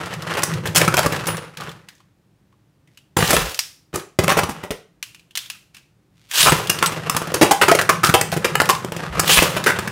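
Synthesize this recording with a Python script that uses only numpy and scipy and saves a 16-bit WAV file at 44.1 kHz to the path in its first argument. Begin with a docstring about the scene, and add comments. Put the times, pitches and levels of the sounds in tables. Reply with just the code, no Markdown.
"""Plastic tops roll, knock and clash in a thin arena in a small quiet room: each blow is a burst of impacts on
ringing shell modes. One top bursts and its metal ring, a sum of dying sines, jingles; a hand then gathers and
clicks the parts (noise ticks, fine grit). A geared string launcher whirs up three times, as rattle with a rising
mesh tone; after each pull tops roll and knock again, with clicks of a metal disc after the first two. After the
second they drum along the rim. The loudest blows overload the input of the close microphone."""
import sys
import numpy as np
from scipy import signal
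from scipy.fft import rfft, irfft, next_fast_len
from scipy.io import wavfile
from scipy.ndimage import uniform_filter1d

SR = 44100
rng = np.random.default_rng(int(sys.argv[2]) if len(sys.argv) > 2 else 0)


def master_out(mix):
    """Clip the mix to full scale and print it as 16-bit PCM to the path in sys.argv[1]."""
    frames = np.transpose(np.atleast_2d(mix))
    ceiling = np.clip(frames, -1, 1)
    pcm = np.round(ceiling * 32767).astype(np.int16)
    wavfile.write(sys.argv[1], SR, pcm)


N = 437031


def gain_of(db):
    """Level law: decibels to an amplitude factor."""
    return 10 ** (np.asarray(db) / 20)


def evened(x):
    """Energy normalisation: scales to rms 1."""
    return x / np.sqrt(np.mean(x ** 2) + 1e-20)


def peaked(x):
    """Peak normalisation: scales to peak 1."""
    return x / (abs(x).max() + 1e-20)


def read(points, hz):
    """Interpolation of a (Hz, value) table on a log-frequency axis."""
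    f, value = np.transpose(points)
    return np.interp(np.log(hz + 1), np.log(f + 1), value)


def add(mix, s, sound):
    """Superposition: mixes a sound in at s seconds."""
    part = mix[max(round(s * SR), 0):][:len(sound)]
    part += sound[:len(part)]


def coloured(x, spectrum):
    """Linear filtering by a (Hz, dB) table."""
    size = next_fast_len(len(x))
    gain = gain_of(read(spectrum, np.fft.rfftfreq(size, 1 / SR)))
    return irfft(rfft(x, size) * gain, size)[:len(x)]


def hump(x, hz, octaves, db):
    """Broad resonance: lifts a smooth range of the spectrum around hz."""
    away = np.log2((np.fft.rfftfreq(len(x), 1 / SR) + 1) / hz) / octaves
    return irfft(rfft(x) * gain_of(db * np.exp(-away ** 2)), len(x))


def ringing(modes, seconds):
    """Modal decay: one exponentially dying sine a mode, as rows."""
    hz, db, t60 = np.transpose(modes)[:, :, None]
    t = np.arange(round(seconds * SR)) / SR
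    return gain_of(db - 60 * t / t60) * np.sin(2 * np.pi * hz * t)


def slow(size, width):
    """Low-passed noise: a smooth random wander of rms 1."""
    once = uniform_filter1d(rng.standard_normal(size), int(width))
    return evened(uniform_filter1d(once, int(width)))


def chatter(size, per_s, spread_db):
    """Random impact train: tiny impacts of either sign, a few much larger than the rest."""
    height = gain_of(spread_db * np.minimum(rng.exponential(1, size), 4)) * rng.choice([-1., 1.], size)
    return height * (rng.random(size) < per_s / SR)


# spectrum of the quiet room air: frequency_hz, relative level_db per Hz
AIR_SPECTRUM = [(20, -42), (45, -15), (90, -13), (110, -6), (195, -10.5), (242, -21), (293, -14.5),
                (400, -22.5), (775, -29), (16000, -49)]
AIR_DB = -59.5  # rms


def quiet_air():
    """Stationary noise: a steady random pressure with a fixed spectrum."""
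    return gain_of(AIR_DB) * evened(coloured(rng.standard_normal(N), AIR_SPECTRUM))


# each band's reverberation time: frequency_hz, t60_s
ROOM_DECAY = [(100, 0.17), (500, 0.36), (2000, 0.33), (6000, 0.33), (14000, 0.24)]


def room(x):
    """Frequency-dependent reverberation: three sparse random tails, faded in turn for a smooth, even echo."""
    out, slots = np.zeros(N), np.arange(200, SR // 2 - 20, 20)
    for k in range(3):
        taps = np.zeros(SR // 2)
        taps[slots + rng.integers(0, 20, len(slots))] = rng.choice([-1., 1.], len(slots))
        hz, t, bands = signal.stft(taps, SR, nperseg=256)
        decay = gain_of(-60 * t / read(ROOM_DECAY, hz)[:, None])
        tail = signal.istft(bands * decay, SR, nperseg=256)[1]
        # fixed 20 Hz swings, 60 degrees apart: their squares add up to 1
        turn = np.sqrt(2 / 3) * np.cos(np.pi * (np.arange(N) * 40 / SR + k / 3))
        out += signal.fftconvolve(x * turn, tail / np.linalg.norm(tail))[:N]
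    return out


# deep jolts through the table as the launcher is worked: start_s, length_s, level_db
TABLE_JOLTS = [(3.16, 0.38, -34), (6.43, 0.18, -34), (9.08, 0.14, -34), (9.361, 0.045, -23.5)]


def jolts():
    """Band-limited noise: short swells of deep rumble."""
    out, band = np.zeros(N), signal.butter(2, [44, 75], "band", fs=SR, output="sos")
    for s, length, db in TABLE_JOLTS:
        size = round(length * SR)
        rumble = evened(signal.sosfilt(band, rng.standard_normal(size)))
        add(out, s, gain_of(db) * rumble * signal.windows.tukey(size, .4))
    return out


# fingers brushing over plastic parts: start_s, length_s, level_db
FINGER_RUSTLES = [(1.95, 0.074, -63.5), (2.862, 0.2, -70), (5.345, 0.15, -48), (5.729, 0.087, -53),
                  (6.119, 0.22, -61.5)]


def rustles():
    """Friction as many micro-impacts: soft swells of fine grit."""
    out = np.zeros(N)
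    for s, length, db in FINGER_RUSTLES:
        grit = hump(chatter(round(length * SR), 2500, spread_db=6.0), 2700, octaves=2.8, db=34)
        add(out, s, gain_of(db) * evened(grit) * signal.windows.tukey(len(grit), .7))
    return out


# small clicks: loose or handled parts, the launcher, light knocks and hops of the rolling tops:
# start_s, peak level_db before the bass cut, loudest pitch_hz
SMALL_CLICKS = [(0.0588, -20, 1270), (0.1377, -20.5, 1310), (0.222, -20, 1280), (0.3383, -18, 1220),
                (0.422, -12, 1240), (0.5378, -18.5, 1060), (0.673, -15, 1630), (0.8488, -13, 1080),
                (1.031, -12, 1200), (1.1627, -15.5, 1710), (1.1988, -22, 1220), (1.2565, -20, 1190),
                (1.308, -23, 1040), (1.3693, -17, 1850), (1.5717, -20, 980), (1.608, -21, 1300),
                (1.6358, -26, 1020), (1.6653, -37, 1210), (1.6927, -24, 3220), (1.715, -27, 1200),
                (1.8862, -27.5, 1800), (1.9504, -45, 6600), (2.0023, -43.5, 1096), (2.5247, -50, 1050),
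                (2.8737, -48, 2020), (2.9732, -35.5, 2870), (3.5448, -17, 5530), (3.591, -3.5, 5230),
                (3.996, -23, 1215), (4.303, -15, 1710), (5.0271, -11, 2700), (5.1463, -30.5, 2730),
                (5.1943, -38, 2580), (5.3083, -36.5, 3100), (5.3536, -12.5, 3130), (5.36, -17, 3000),
                (5.3737, -7.5, 3380), (5.459, -28, 3360), (5.4999, -16.5, 2670), (5.5497, -37.5, 1330),
                (5.7457, -33.5, 2510), (5.767, -31.5, 2600), (6.313, -15, 1780), (6.4296, 1.5, 3540),
                (6.672, -13.5, 3160), (6.788, -13, 1050), (6.8603, -2, 1170), (8.0463, -3, 3450),
                (8.0707, -9, 1130), (8.318, -12, 1297), (8.656, -13.5, 1240), (8.704, -5, 1780),
                (8.75, -17, 1450), (9.64, -12, 1784)]
SOFT_DB, SOFT_RISE_S = -53.5, 0.0024  # a tick this quiet is fully soft and rises this slowly
ECHO_T60_S, ECHO_DB = 0.39, -19.5


def ticks():
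    """Impact bandwidth: small clicks, each with a second bounce and an echo; softer ones are rounder and duller."""
    out, t = np.zeros(N), np.arange(15000) / SR
    echo = gain_of(ECHO_DB - 60 * t / ECHO_T60_S) * np.minimum(t / .008, 1)
    for s, db, hz in SMALL_CLICKS:
        soft = np.clip(db / SOFT_DB, .02, 1)
        rise = np.minimum(t / (SOFT_RISE_S * soft ** 2), 1)
        since_bounce = t - rng.uniform(0.012, 0.019)
        shape = rise * np.exp(-t / 0.0039) + 0.13 * np.exp(-abs(since_bounce) / 0.00084)
        centre_hz = 3600 * (hz / 3600) ** soft  # hard ticks centre near 3600 Hz, soft ones on their tone
        colour = hump(rng.standard_normal(len(t)), centre_hz, octaves=3.47, db=37.5)
        toned = hump(colour, hz, octaves=0.2, db=6.0 + 7.8 * soft)
        add(out, s, gain_of(db) * peaked(toned * (shape + echo)))
    thin = signal.butter(2, 700, "high", fs=SR, output="sos")  # small clicks have little bass
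    return signal.sosfilt(thin, out)


# modes of the loose metal ring: frequency_hz, level_db, t60_s
RING_MODES = [(9448, -5, .3), (9706, 0, .36), (12660, -14, .18), (14080, -5, .26), (15500, -6, .17)]
# its strikes: start_s, level_db
RING_STRIKES = [(.433, -34.5), (0.762, -27), (1.032, -38.5), (1.273, -24.5), (3.172, -26.5)]


def loose_ring():
    """Modal superposition: each strike sets the ring's modes off in a slightly different mix."""
    out, rows = np.zeros(N), ringing(RING_MODES, .4)
    for s, db in RING_STRIKES:
        add(out, s, gain_of(db + 1.5 * rng.standard_normal(len(RING_MODES))) @ rows)
    return out


# modes of the metal weight disc held in its top: frequency_hz, level_db, t60_s
DISC_MODES = [(5880, 0, .25), (7300, 0, .14), (8080, 0, .07), (9480, 0, .14)]
# its strikes: start_s, level_db, favoured mode pitch_hz
DISC_STRIKES = [(3.18, -22, 7300), (3.18, -26, 9480), (3.343, -15, 8080), (4.308, -30, 5880),
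                (4.418, -35, 5880), (6.495, -12.5, 8080), (6.868, -13.5, 8080)]


def held_disc():
    """Selective damping: the plastic around the disc silences all but the mode that the strike favours."""
    out, rows = np.zeros(N), ringing(DISC_MODES, 0.27)
    mode_hz = np.transpose(DISC_MODES)[0]
    for s, db, hz in DISC_STRIKES:
        add(out, s, gain_of(db) * rows[np.argmin(abs(mode_hz - hz))])
    return out


# colour of the launcher shell: frequency_hz, relative level_db per Hz
LAUNCHER_SHELL = [(180, -47), (300, -24.5), (1690, -7), (2070, -12), (2840, -3), (4090, -7.5), (16000, -16)]
# string pulls: start_s, length_s, first whir level_db, loudest level_db, first gear mesh pitch_hz, last pitch_hz
STRING_PULLS = [(3.166, 0.23, -34.5, -22, 2420, 10900), (6.289, 0.17, -54, -11, 1207, 10170),
                (9.242, 0.13, -38.5, -11.5, 1490, 9930)]
LOUDEST_SHARE, REST_DB, RUNDOWN_S = 0.72, -41.5, 0.25  # the whir peaks late in the pull, then runs down


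def launcher():
    """Gear meshing: teeth rattle in the shell; their faint mesh tone climbs as the string speeds up."""
    out = np.zeros(N)
    for s, length, start_db, top_db, first_hz, last_hz in STRING_PULLS:
        t = np.arange(0, LOUDEST_SHARE * length + RUNDOWN_S, 1 / SR)
        late = t - LOUDEST_SHARE * length
        swell = (start_db - top_db) * (late / late[0]) ** 2
        rundown = (REST_DB - top_db) * late / RUNDOWN_S
        db = top_db + np.where(late < 0, swell, rundown)
        rattle = evened(coloured(chatter(len(t), 3500, spread_db=2.5), LAUNCHER_SHELL))
        throb = gain_of(2.5 * evened(uniform_filter1d(rng.standard_normal(len(t)), 350)))
        hz = first_hz + (last_hz - first_hz) * np.sin(np.pi / 2 * t / length) ** 2
        wander = 1 + .3 * uniform_filter1d(rng.standard_normal(len(t)), 60)
        mesh = np.sin(2 * np.pi * np.cumsum(hz * wander) / SR)
        pulled = (t < length) * t / length  # the mesh tone grows, and sounds only while pulled
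        add(out, s, gain_of(db) * (rattle * throb + 0.72 * mesh * pulled))
    return out


# arena floor as a drum, also struck by the blows: frequency_hz, level_db, t60_s
FLOOR_DRUM = [(110, -6, .09), (167, 0, .1), (205, -6, .06), (265, -9, .05), (365, -3, .06), (480, -6, .05),
              (560, -6, .05)]
# colour of the tip scraping on the floor: frequency_hz, relative level_db per Hz
TIP_SCRAPE = [(180, -32.5), (300, -1), (1280, -4), (5800, -20), (12900, -30), (16000, -46)]
# patches of floor that the tip crosses: pitch_hz
PATCH_TONES = 500, 1250, 1800, 2800
# spells of rolling: start_s, steady until_s, stop_s, drumming level_db, scrape level_db, change by the stop_db
ROLLING_SPELLS = [(0, 0.413, 0.55, -34, -30, -3.5), (0.47, 0.698, 1.02, -26.5, -35.5, -8),
                  (0.76, 1.342, 1.57, -30, -28, -23), (1.567, 1.67, 1.95, -38.5, -37.5, -30),
                  (3.164, 3.415, 3.56, -31, -23, -29), (3.928, 3.987, 4.12, -43, -39, -32),
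                  (4.191, 4.252, 4.67, -28, -30.5, -14), (6.422, 7.0, 7.6, -33, -31, -4.5),
                  (7.6, 8.78, 8.97, -32, -37.5, -7), (8.917, 8.984, 9.25, -35, -33.5, 8),
                  (9.252, 9.616, 9.91, -29.5, -28, -4)]


def rolling():
    """Roughness excitation: dense bumps drive floor and scrape; the wobbling top presses unevenly and skips."""
    out, drum = np.zeros(N), ringing(FLOOR_DRUM, .2).sum(0)
    for start, slows, stop, drum_db, scrape_db, change_db in ROLLING_SPELLS:
        t = np.arange(start, stop, 1 / SR)
        size = len(t)
        press = gain_of(3.1 * slow(size, 460))
        skips = signal.lfilter([1], [1, -.996], abs(chatter(size, 45, spread_db=1.0)))
        bumps = chatter(size, 2200, spread_db=2.5) * (press + skips)
        drive = bumps + 1.6 * chatter(size, 3000, spread_db=1.0)
        drummed = signal.fftconvolve(drive, drum)[:size]
        rumble = gain_of(drum_db) * evened(hump(drummed, 145, octaves=0.69, db=10))
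        scratch = coloured(bumps, TIP_SCRAPE)
        patches = sum(hump(scratch, hz, octaves=0.28, db=9.5) * gain_of(6.2 * slow(size, 900))
                      for hz in PATCH_TONES)
        scrape = gain_of(scrape_db) * evened(patches)
        course = gain_of(np.interp(t, [slows, stop], [0, change_db]))
        add(out, start, course * (rumble + scrape) * signal.windows.tukey(size, 400 / size))
    return out


# arena walls and plastic top bodies, too many modes to tell apart: frequency_hz, level_db per Hz
SHELL_SPECTRUM = [(200, -22.5), (350, 2.5), (600, -0.5), (900, -0.5), (1300, 0), (2600, -3), (5000, -16),
                  (7000, -36.5)]
# colour of hard rims meeting: frequency_hz, relative level_db per Hz
CRACK_SPECTRUM = [(3000, -15.5), (5000, 1), (9000, 0), (16000, -8)]
# The three kinds of blow share the columns: start_s, peak level_db, struck spot pitch_hz, contact_s
# rims knocking on the arena wall
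RIM_KNOCKS = [(.37, -12, 440, 0.015), (.389, -12.5, 1030, 0.0053), (.656, -13, 1680, 0.012),
              (.796, -9.5, 587, 0.014), (.815, -2.5, 569, 0.0034), (.94, -3.5, 1190, 0.0047),
              (.977, -3, 625, 0.012), (1.122, -10, 540, 0.0087), (3.366, -0.5, 1094, 0.0043),
              (4.28, -1.5, 564, 0.002), (4.291, -3, 907, 0.017), (4.389, -3.5, 820, 0.0055),
              (6.461, 2, 1231, 0.021), (6.826, 2, 1152, 0.013), (7.413, 3.5, 368, 0.022),
              (7.51, 2, 804, 0.012), (7.614, 2.5, 1444, 0.016), (7.682, 1, 1285, 0.011),
              (7.714, 3, 682, 0.0077), (7.75, -1, 546, 0.0053), (7.789, -3, 1530, 0.0066),
              (7.813, -3.5, 1385, 0.0059), (7.892, 2.5, 1160, 0.0078), (8.033, 0.5, 1324, 0.031),
              (8.14, 4.5, 780, 0.01), (8.445, -2, 538, 0.011), (8.554, -1, 1325, 0.0018),
              (8.601, 0, 1430, 0.0049), (8.617, -1.5, 833, 0.0039), (8.69, 1.5, 1007, 0.011),
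              (9.292, -1.5, 3170, 0.014), (9.373, 1.5, 2560, 0.012), (9.423, 1, 471, 0.0091),
              (9.662, -1.5, 1530, 0.038)]
# tops and parts landing on the arena floor
FLOOR_LANDINGS = [(.878, -4.5, 1270, 0.0052), (1.061, -4.5, 1147, 0.0046), (3.168, -3.5, 815, 0.0036),
                  (3.187, -7.5, 500, 0.0065), (3.206, -9, 700, 0.005), (3.225, -5, 520, 0.0029),
                  (3.243, -14, 600, .007), (3.331, -1, 580, 0.01), (3.939, -15.5, 367, 0.027),
                  (4.189, -2.5, 398, 0.006), (4.237, -8.5, 390, 0.0063), (4.32, -7.5, 1230, 0.0082),
                  (4.37, -6, 363, 0.013), (4.434, -10.5, 1190, 0.0048), (4.49, -13, 873, 0.017),
                  (4.635, -19.5, 597, 0.013), (4.706, -13.5, 448, 0.012), (6.521, -2.5, 292, 0.0068),
                  (6.921, -16, 400, 0.0057), (7.148, -12, 1250, 0.0013), (7.218, -14.5, 437, 0.0034),
                  (7.272, -19, 623, 0.0038), (7.319, -17, 500, 0.0027), (8.091, -3, 1470, 0.0092),
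                  (8.325, -10, 520, 0.012), (8.365, -12, 364, 0.01), (8.847, -13.5, 348, 0.0034),
                  (8.921, -15, 460, 0.0025), (8.965, -16.5, 408, .004), (9.566, -10, 478, 0.011),
                  (9.788, -10, 1550, 0.0046), (9.875, -13, 1700, 0.0046)]
# hard edge against hard edge
EDGE_CLASHES = [(.433, -7.5, 5810, 0.0047), (.748, -10.5, 2920, 0.013), (.759, -4, 3250, 0.0054),
                (.77, -4.5, 2580, 0.0052), (.779, -7, 1470, 0.0045), (.969, -7.5, 2440, 0.0024),
                (.992, -5.5, 900, .0012), (1.269, -15.5, 550, 0.0099), (3.306, -3.5, 550, 0.0051),
                (3.957, -15.5, 1250, 0.0039), (6.696, -3.5, 2800, 0.0054), (7.097, -5.5, 1110, 0.0024),
                (7.165, -7.5, 1250, 0.0076), (7.341, -8, 423, 0.008), (8.212, -7, 1970, 0.0024),
                (9.195, -5.5, 1195, 0.0046)]
# what each kind adds: arena thump_db re peak, hard crack_db re peak
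KNOCK_MIX = (-29.5, -7.5)
LANDING_MIX = (-0.71, -6.5)
CLASH_MIX = (-13, 3.8)
SHELL_T60_S = 0.018  # common to all shell modes
SPOT_T60_S, SPOT_DB = .045, -7.5  # the struck spot rings on by itself, re the body's peak
THUMP_T60_S = 0.087  # a top resting on the floor damps its thump, on top of the drum's own decay
CRACK_RISE_S = 0.00094


def blows():
    """Repeated impact: a spinning rim chatters through each contact and excites shell modes near the spot's tone."""
    out, drum, t = np.zeros(N), ringing(FLOOR_DRUM, .2), np.arange(2646) / SR
    kinds = (RIM_KNOCKS, KNOCK_MIX), (FLOOR_LANDINGS, LANDING_MIX), (EDGE_CLASHES, CLASH_MIX)
    rows = [tuple(row) + tuple(mix) for table, mix in kinds for row in table]
    for s, db, hz, contact, thump_db, crack_db in rows:
        release = np.exp(-(t / np.clip(contact, .001, .04) / 1.49) ** 1.9)
        force = release * np.minimum(0.74 + t / 0.0026, 1)
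        knocks = force * chatter(len(t), 1100, spread_db=3.5)
        knocks[0] = 2.68  # the first touch

        # each knock draws one of three noise-like shell responses, for a less tonal clatter
        choice, body = rng.integers(0, 3, len(t)), 0
        for k in range(3):
            modes = coloured(rng.standard_normal(len(t)), SHELL_SPECTRUM)
            shell = hump(modes, hz, octaves=0.24, db=8.5) * gain_of(-60 * t / SHELL_T60_S)
            body = body + signal.fftconvolve(knocks * (choice == k), shell)[:len(t) + 1000]
        pair = [(hz, 0, SPOT_T60_S), (hz * rng.uniform(1.1, 1.4), -6, SPOT_T60_S)]
        tone = signal.fftconvolve(knocks, ringing(pair, 0.073).sum(0))[:len(body)]
        add(out, s, gain_of(db) * peaked(peaked(body) + gain_of(SPOT_DB) * peaked(tone)))

        push = uniform_filter1d(knocks, 24)  # the floor feels only the slow part of the force
        drum_mix = gain_of(3.0 * rng.standard_normal(len(FLOOR_DRUM)))
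        thump = signal.fftconvolve(push, drum_mix @ drum)
        damping_db = -60 * np.arange(len(thump)) / SR / THUMP_T60_S
        add(out, s, gain_of(db + thump_db + damping_db) * peaked(thump))

        sparks = signal.lfilter([1], [1, -.98], abs(knocks))  # each knock leaves a brief burst
        rise = np.minimum(0.12 + t / CRACK_RISE_S, 1)
        grit = coloured(rng.standard_normal(len(t)), CRACK_SPECTRUM) * (force + 0.71 * sparks) * rise
        add(out, s, gain_of(db + crack_db) * peaked(grit))
    return out


def scene():
    """Superposition of everything near the microphone, its room tail and the quiet air."""
    near = rustles() + launcher() + rolling() + blows()
    # a small thin arena radiates little deep bass
    near = signal.sosfilt(signal.butter(3, 80, "high", fs=SR, output="sos"), near)
    metal = loose_ring() + held_disc()
    return (quiet_air() + gain_of(-8.0) * room(near) + jolts() + ticks() + metal + near)[None]


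EDGE_HZ = 15800  # upper band limit


def record(dry):
    """Saturation and band limit: the input overloads near full scale, then the top treble is cut."""
    held = dry / (1 + abs(dry / .93) ** 6) ** (1 / 6)
    lowpass = signal.firwin(255, EDGE_HZ, window=("kaiser", 7), fs=SR)
    return signal.oaconvolve(held, lowpass[None], "same")


dry = scene()
out = record(dry)
master_out(out)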